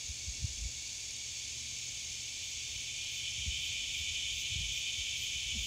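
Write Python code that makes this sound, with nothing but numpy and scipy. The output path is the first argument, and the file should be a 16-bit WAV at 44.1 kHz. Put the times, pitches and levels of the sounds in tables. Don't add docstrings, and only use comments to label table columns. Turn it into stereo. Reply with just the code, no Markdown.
import sys
import numpy as np
from scipy import signal
from scipy.fft import rfft, irfft, next_fast_len
from scipy.io import wavfile
from scipy.ndimage import uniform_filter1d, map_coordinates

SR = 44100
rng = np.random.default_rng(int(sys.argv[2]) if len(sys.argv) > 2 else 0)


def persist_wave(psi):
    counts = np.round(np.clip(psi, -1, 1) * 32767).astype(np.int16)
    wavfile.write(sys.argv[1], SR, np.atleast_2d(counts).T)


N = 249606
TIME = np.arange(N) / SR
FFT_SIZE = next_fast_len(N + SR // 2)
HZ = np.arange(FFT_SIZE // 2 + 1) * SR / FFT_SIZE

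# (time [s], level [dB])
BREEZE_LEVELS = [(0, -60), (.45, -48.5), (.75, -57.5), (2.2, -59), (3.2, -55), (3.5, -53), (4.4, -52),
                 (4.65, -47.5), (4.85, -60.5), (5.1, -52), (5.45, -55.5), (5.66, -43)]


def undb(db):
    return np.exp(np.asarray(db) * np.log(10) / 20)


def unit(x):
    return x / np.sqrt(np.mean(x ** 2))


def curve(rows, at=TIME):
    return np.interp(at, *np.transpose(rows))


def wander(rate_hz):
    step = 64
    hold = int(SR / step / rate_hz)
    held = np.repeat(rng.standard_normal(N // step // hold + 2), hold)
    smooth = uniform_filter1d(uniform_filter1d(held, hold), hold)
    return unit(np.interp(np.arange(N) / step, np.arange(len(smooth)), smooth))


def noise(bins=len(HZ)):
    return rng.standard_normal(2 * bins).view(complex)


def to_samples(spectrum):
    return irfft(spectrum, FFT_SIZE)[..., :N]


def resonance(hz, width, grid=HZ):
    return 1 / (1 + 1j * (grid ** 2 - hz ** 2) / (np.maximum(grid, 1) * width)) ** 2


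def band_around(hz, width):
    return slice(*np.searchsorted(HZ, [hz - 12 * width, hz + 12 * width]))


def left_lag(ms, grid=HZ):
    return np.exp(-2j * np.pi * grid * np.array([[ms], [0]]) / 1000)


def clicks(rate_hz, jitter, scatter_db):
    cycles = np.cumsum(rate_hz) / SR
    at = np.flatnonzero(np.diff(np.floor(cycles)))
    timing, size = rng.standard_normal((N // 64, 2))[:len(at)].T
    slip = (jitter * SR / rate_hz[at] * timing).astype(int)
    out = np.zeros(N)
    out[np.clip(at + slip, 0, N - 1)] = undb(scatter_db * size)
    return out


def trees(t60, wet_db):
    t = np.arange(SR // 2) / SR
    tail = rng.standard_normal((2, len(t))) * np.exp(-np.log(1000) * t / t60)
    return 1 + undb(wet_db) * rfft(tail / np.sqrt(np.sum(tail[0] ** 2)), FFT_SIZE)


def body(modes):
    total, power = np.zeros((2, len(HZ)), complex), np.zeros((2, len(HZ)))
    for k, (hz, width, left_db, right_db, lag_ms) in enumerate(modes):
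        band = band_around(hz, width)
        ports = undb([[left_db], [right_db]]) * left_lag(lag_ms, HZ[band])
        mode = (-1) ** k * resonance(hz, width, HZ[band]) * ports
        total[:, band] += mode
        power[:, band] += abs(mode) ** 2
    return np.sqrt(power) * total / (abs(total) + 1e-12)


def traffic():
    # (frequency [Hz], relative density [dB])
    murmur_spectrum = [(53, -41), (90, -7), (127, -6.5), (146, -15.5), (242, -13), (266, -13.5),
                       (462, -14.5), (1330, -19), (2400, -8), (3120, -45), (5280, -120)]
    hz, db = np.transpose(murmur_spectrum)
    colour = undb(np.interp(np.log(HZ + 1), np.log(hz), db, left=-90, right=-90))
    direct = .99 * noise() * left_lag(.33)
    diffuse = np.array([noise(), noise()])
    return undb(-58.5) * unit(to_samples(colour * (direct + diffuse)))


def machine_hum():
    # (frequency [Hz], rms level [dB])
    tones = [(75, -67), (120.1, -64), (240.2, -77)]
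    run_time = np.cumsum(1 + .006 * wander(18)) / SR
    return sum(np.sqrt(2) * undb(db + 2.5 * wander(9)) * np.sin(2 * np.pi * hz * run_time)
               for hz, db in tones)


def eddies(count=36):
    at = rng.random(count) * N / SR
    chance = rng.standard_normal((count, 4)).T
    left_db, right_db = curve(BREEZE_LEVELS, at) + 3.5 + 3 * chance[:2]
    hz = 69.9 * np.exp(.13 * chance[2])
    half_ms = 23 * np.exp(.3 * chance[3])
    fall_hz_per_ms = np.full(count, .8)
    return list(zip(at, left_db, right_db, hz, half_ms, fall_hz_per_ms))


def wind():
    # (centre [s], left peak [dB], right peak [dB], pitch [Hz],
    # half length [ms], fall of pitch [Hz/ms])
    strong_puffs = [(0.104, -32, -34.5, 70.4, 22, 1), (0.292, -31, -34.5, 66.5, 30, 1.1),
                    (0.428, -32, -35, 70, 20, -.3), (0.447, -22, -25, 94.4, 13, -.6),
                    (0.499, -38, -49, 59.5, 30, -0.7), (0.546, -39, -41, 59, 13, 0.9),
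                    (0.6, -35, -37, 52, 30, 0), (0.628, -33, -37, 55, 22, .2),
                    (0.659, -29, -29.5, 60, 21, -.4), (0.697, -43, -44, 70, 20, .8),
                    (2.766, -43, -42, 66, 18, 1.2), (3.39, -41, -40.5, 105, 19, 1.5),
                    (3.415, -39, -39, 62, 36, .5), (3.466, -40, -42, 189.7, 9.1, 2.5),
                    (3.592, -45, -44, 114.6, 16, 1.5), (3.485, -27, -29, 70, 26.5, 1.4),
                    (3.714, -40.5, -43, 84.8, 29, 0.9), (4.021, -38.5, -41, 70.8, 35, 1),
                    (4.33, -40, -40, 52.2, 34, .3), (4.524, -35, -40, 95, 17, 1.4),
                    (4.567, -29.5, -32, 76, 15, 0.8), (4.593, -32.5, -34, 70.3, 18, .3),
                    (4.618, -35, -38, 62, 21, 1), (4.69, -42, -42, 61.8, 43, 0.5),
                    (5.0, -41, -44, 71.3, 51, 1.1), (5.368, -41, -38.5, 66, 24, .6),
                    (5.475, -41, -42, 56.8, 45, 0.2), (5.545, -32.5, -32, 72, 23, 0.5),
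                    (5.565, -41, -41, 216, 22, 2), (5.603, -29, -26, 62.4, 32, .4)]
    puffs = strong_puffs + eddies()
    bumps, fronts = np.zeros((2, 2, N))
    for centre, left_db, right_db, hz, half_ms, fall in puffs:
        phase, skew = rng.standard_normal(2)
        span = slice(max(int((centre - .08) * SR), 0), min(int((centre + .08) * SR), N))
        t = TIME[span] - centre
        peak = undb([[left_db], [right_db]])
        envelope = np.exp(-2.4 * (t * 1000 / half_ms) ** 2)
        turns = np.cumsum(np.maximum(hz - fall * t * 1000, hz / 3)) / SR + phase
        apart = np.array([[0], [.27 + .05 * skew]])
        bumps[:, span] += peak * envelope * np.cos(2 * np.pi * (turns + apart))
        fronts[:, span] += peak * np.exp(-((t + .0078) / .0079) ** 2)
    flutter = unit(to_samples(noise() * resonance(136, 107) ** 2 * left_lag(1.2)))
    rumble = np.array([undb(wander(11)) * to_samples(noise() * resonance(59, 57.6)) for _ in range(2)])
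    return bumps + undb(-16) * fronts * flutter + undb(curve(BREEZE_LEVELS)) * unit(rumble)


def insect_chorus():
    # (pitch [Hz], width [Hz], starting level [dB], left minus right [dB])
    band_groups = [(-0.427, 0.59, 0., [(1732, 70, -78.5, -1), (2155, 37, -69, -3), (2244, 80, -59.5, 0.5),
                   (2440, 120, -59.5, 1.5), (2702, 110, -58.5, 2), (2840, 70, -62, -3)]),
                   (0.506, 0.53, 0.5, [(2983, 220, -60.5, 7), (3165, 90, -63, 4), (3370, 170, -55, 6.5),
                   (3510, 60, -61.5, 3), (3677, 100, -56.5, 2)]), (-0.398, 0.25, .5, [(3850, 160, -61, 2),
                   (3983, 120, -56.5, 4.5), (4247, 300, -55.5, 5), (4915, 390, -56, 4)]),
                   (-0.403, 0.47, -0.19, [(4495, 60, -62, 0), (4567, 300, -53, 2.5)]),
                   (-0.326, 0.21, 0.3, [(5330, 320, -52.5, 2), (5580, 210, -54, 5), (5920, 260, -53.5, 7.5),
                   (6235, 230, -51.5, 5.5), (6550, 60, -58, 8), (6545, 310, -50.5, 7), (6910, 250, -52, 3),
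                   (7350, 430, -53.5, -3.5)]), (0.339, 0.41, 0., [(7710, 490, -55.5, -1.5),
                   (8140, 480, -61.5, 3), (8870, 930, -63, 2)]),
                   (0.2914, 1, 0.66, [(10230, 2200, -66.5, -.5), (12500, 810, -75, 0),
                   (13500, 1200, -77, 1), (14500, 1200, -74, 3), (15500, 1500, -73, -5)])]
    out = np.zeros((2, N))
    for lag_ms, likeness, swell, bands in band_groups:
        for hz, width, db, pan_db in bands:
            band = band_around(hz, width)
            grid = HZ[band]
            left, diffuse = noise(len(grid)), noise(len(grid))
            right = likeness * left + np.sqrt(1 - likeness ** 2) * diffuse
            ports = np.zeros((2, len(HZ)), complex)
            ports[:, band] = np.array([left, right]) * left_lag(lag_ms, grid) * resonance(hz, width, grid)
            pan = undb([[pan_db / 2], [-pan_db / 2]])
            level = undb(db + swell * TIME + .46 * wander(9))
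            out += pan * level * unit(to_samples(ports))
    return out


def katydid(lisp_s=.092):
    # (start [s], level [dB])
    lisps = [(2.435, -66), (3.105, -62), (3.585, -61), (3.925, -61), (4.34, -58.5), (4.713, -59.5),
             (5.17, -56.5), (5.587, -60.5)]
    # (frequency [Hz], width [Hz], relative level [dB])
    wing_modes = [(11200, 1200, -9), (13500, 1800, -1), (14900, 1600, 0)]
    stroke = [(-.3, 0), (.2, .6), (.8, 1.1), (1.05, .35), (1.6, 0)]
    envelope = sum(undb(db) * curve(stroke, (TIME - start) / lisp_s) for start, db in lisps)
    wing = sum((-1) ** k * undb(db) * resonance(hz, width)
               for k, (hz, width, db) in enumerate(wing_modes))
    scrapes = envelope * unit(to_samples(noise() * wing))
    return to_samples(rfft(scrapes, FFT_SIZE) * left_lag(.285))


def cicada(throb_hz=38.2, click_hz=427.7):
    # (frequency [Hz], width [Hz], left [dB], right [dB], left lag [ms])
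    body_modes = [(4550, 800, -43.5, -47.5, -.4), (6900, 1300, -41, -39, -.3), (11800, 1000, -66, -66, .29)]
    phase = 2 * np.pi * throb_hz * (TIME - .0095) + .35 * wander(1.2)
    squeeze = np.exp(1.4 * (np.cos(phase) - 1))
    ribs = unit(clicks(np.full(N, click_hz), jitter=.06, scatter_db=3))
    rasp = .7 * rng.standard_normal(N)
    drive = unit((ribs + rasp) * squeeze * undb(1.2 * wander(1.5)))
    return to_samples(rfft(drive, FFT_SIZE) * body(body_modes) * trees(t60=.12, wet_db=-10))


def tree_frogs(full_voice_db=-40, pulse_hz=188.3):
    # (time [s], level [dB])
    choir_levels = [(.6, -57), (1.2, -51.5), (2.3, -48.5), (2.9, -44.5), (3.3, -42.3), (3.65, -40.5),
                    (5.66, -40.5)]
    # (frequency [Hz], width [Hz], left [dB], right [dB], left lag [ms])
    throat_modes = [(1914, 65, -25.5, -25, -0.31), (1999, 84, -28, -28, -0.33),
                    (2177, 84, -16.5, -19.5, -0.56), (2279, 56, -14.5, -13, -0.45),
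                    (2331, 47, -14.5, -18, -0.51), (2401, 90, -11, -14.5, -0.43),
                    (2517, 60, -13, -12, -0.47), (2643, 68, -14, -19, -0.385),
                    (2715, 75, -12, -14.5, -0.43), (2860, 90, -13, -13, 0.287), (2920, 60, -9, -13, 0.15),
                    (2800, 59, -19, -20, .33), (3040, 51, -5.5, -9, 0.295), (3100, 57, -8, -7.5, 0.16),
                    (3242, 95, -6, -12, .18), (3310, 50, -10, -25, 0.268), (3456, 84, -12, -13, 0.158),
                    (3510, 61, -8, -12, 0.268), (3616, 65, -8.5, -9.5, 0.183), (3710, 63, -11.5, -18, 0.2),
                    (3780, 56, -10.5, -13, 0.15)]
    near_modes = [(2445, 71, -13, -10, -0.454), (2963, 51, -2.5, -11, 0.198),
                  (3011, 49, -1.5, -10.5, 0.332), (3168, 76, -8, -10.5, 0.28), (3378, 45, -6, -13, 0.24),
                  (3570, 41, -4.5, -9, .2)]
    level_db = curve(choir_levels)
    below_full_db = np.maximum(full_voice_db - level_db, 0)
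    rate_hz = pulse_hz - .3 * below_full_db + .8 * wander(14)
    pulses = unit(clicks(rate_hz, jitter=.016, scatter_db=1.5))
    crowd = .65 * rng.standard_normal(N) + .5 * rng.standard_normal((2, N))
    throb = wander(45)
    throb_db = 1.1 * (throb - uniform_filter1d(throb, size=SR // 12))
    wood = trees(t60=.25, wet_db=-16)
    choir_drive = unit(.7 * pulses + crowd)
    near_drive = unit(pulses + .55 * rng.standard_normal(N))
    choir = to_samples(rfft(choir_drive, FFT_SIZE) * body(throat_modes) * wood)
    nearest = to_samples(rfft(near_drive, FFT_SIZE) * body(near_modes) * wood)
    calls = choir + nearest * undb(-.53 * below_full_db)
    slack_clock = np.cumsum(1 - .0005 * below_full_db)
    calls = np.array([map_coordinates(port, [slack_clock], order=3) for port in calls])
    return calls / calls.mean(0).std() * undb(level_db + throb_db)


def scene():
    return insect_chorus() + tree_frogs() + cicada() + katydid() + wind() + traffic() + machine_hum()


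def record(dry):
    low_cut = signal.butter(2, 28, "high", fs=SR, output="sos")
    high_cut = signal.ellip(14, .3, 70, 15740, fs=SR, output="sos")
    return signal.sosfilt(high_cut, signal.sosfilt(low_cut, dry))


dry = scene()
out = record(dry)
persist_wave(out)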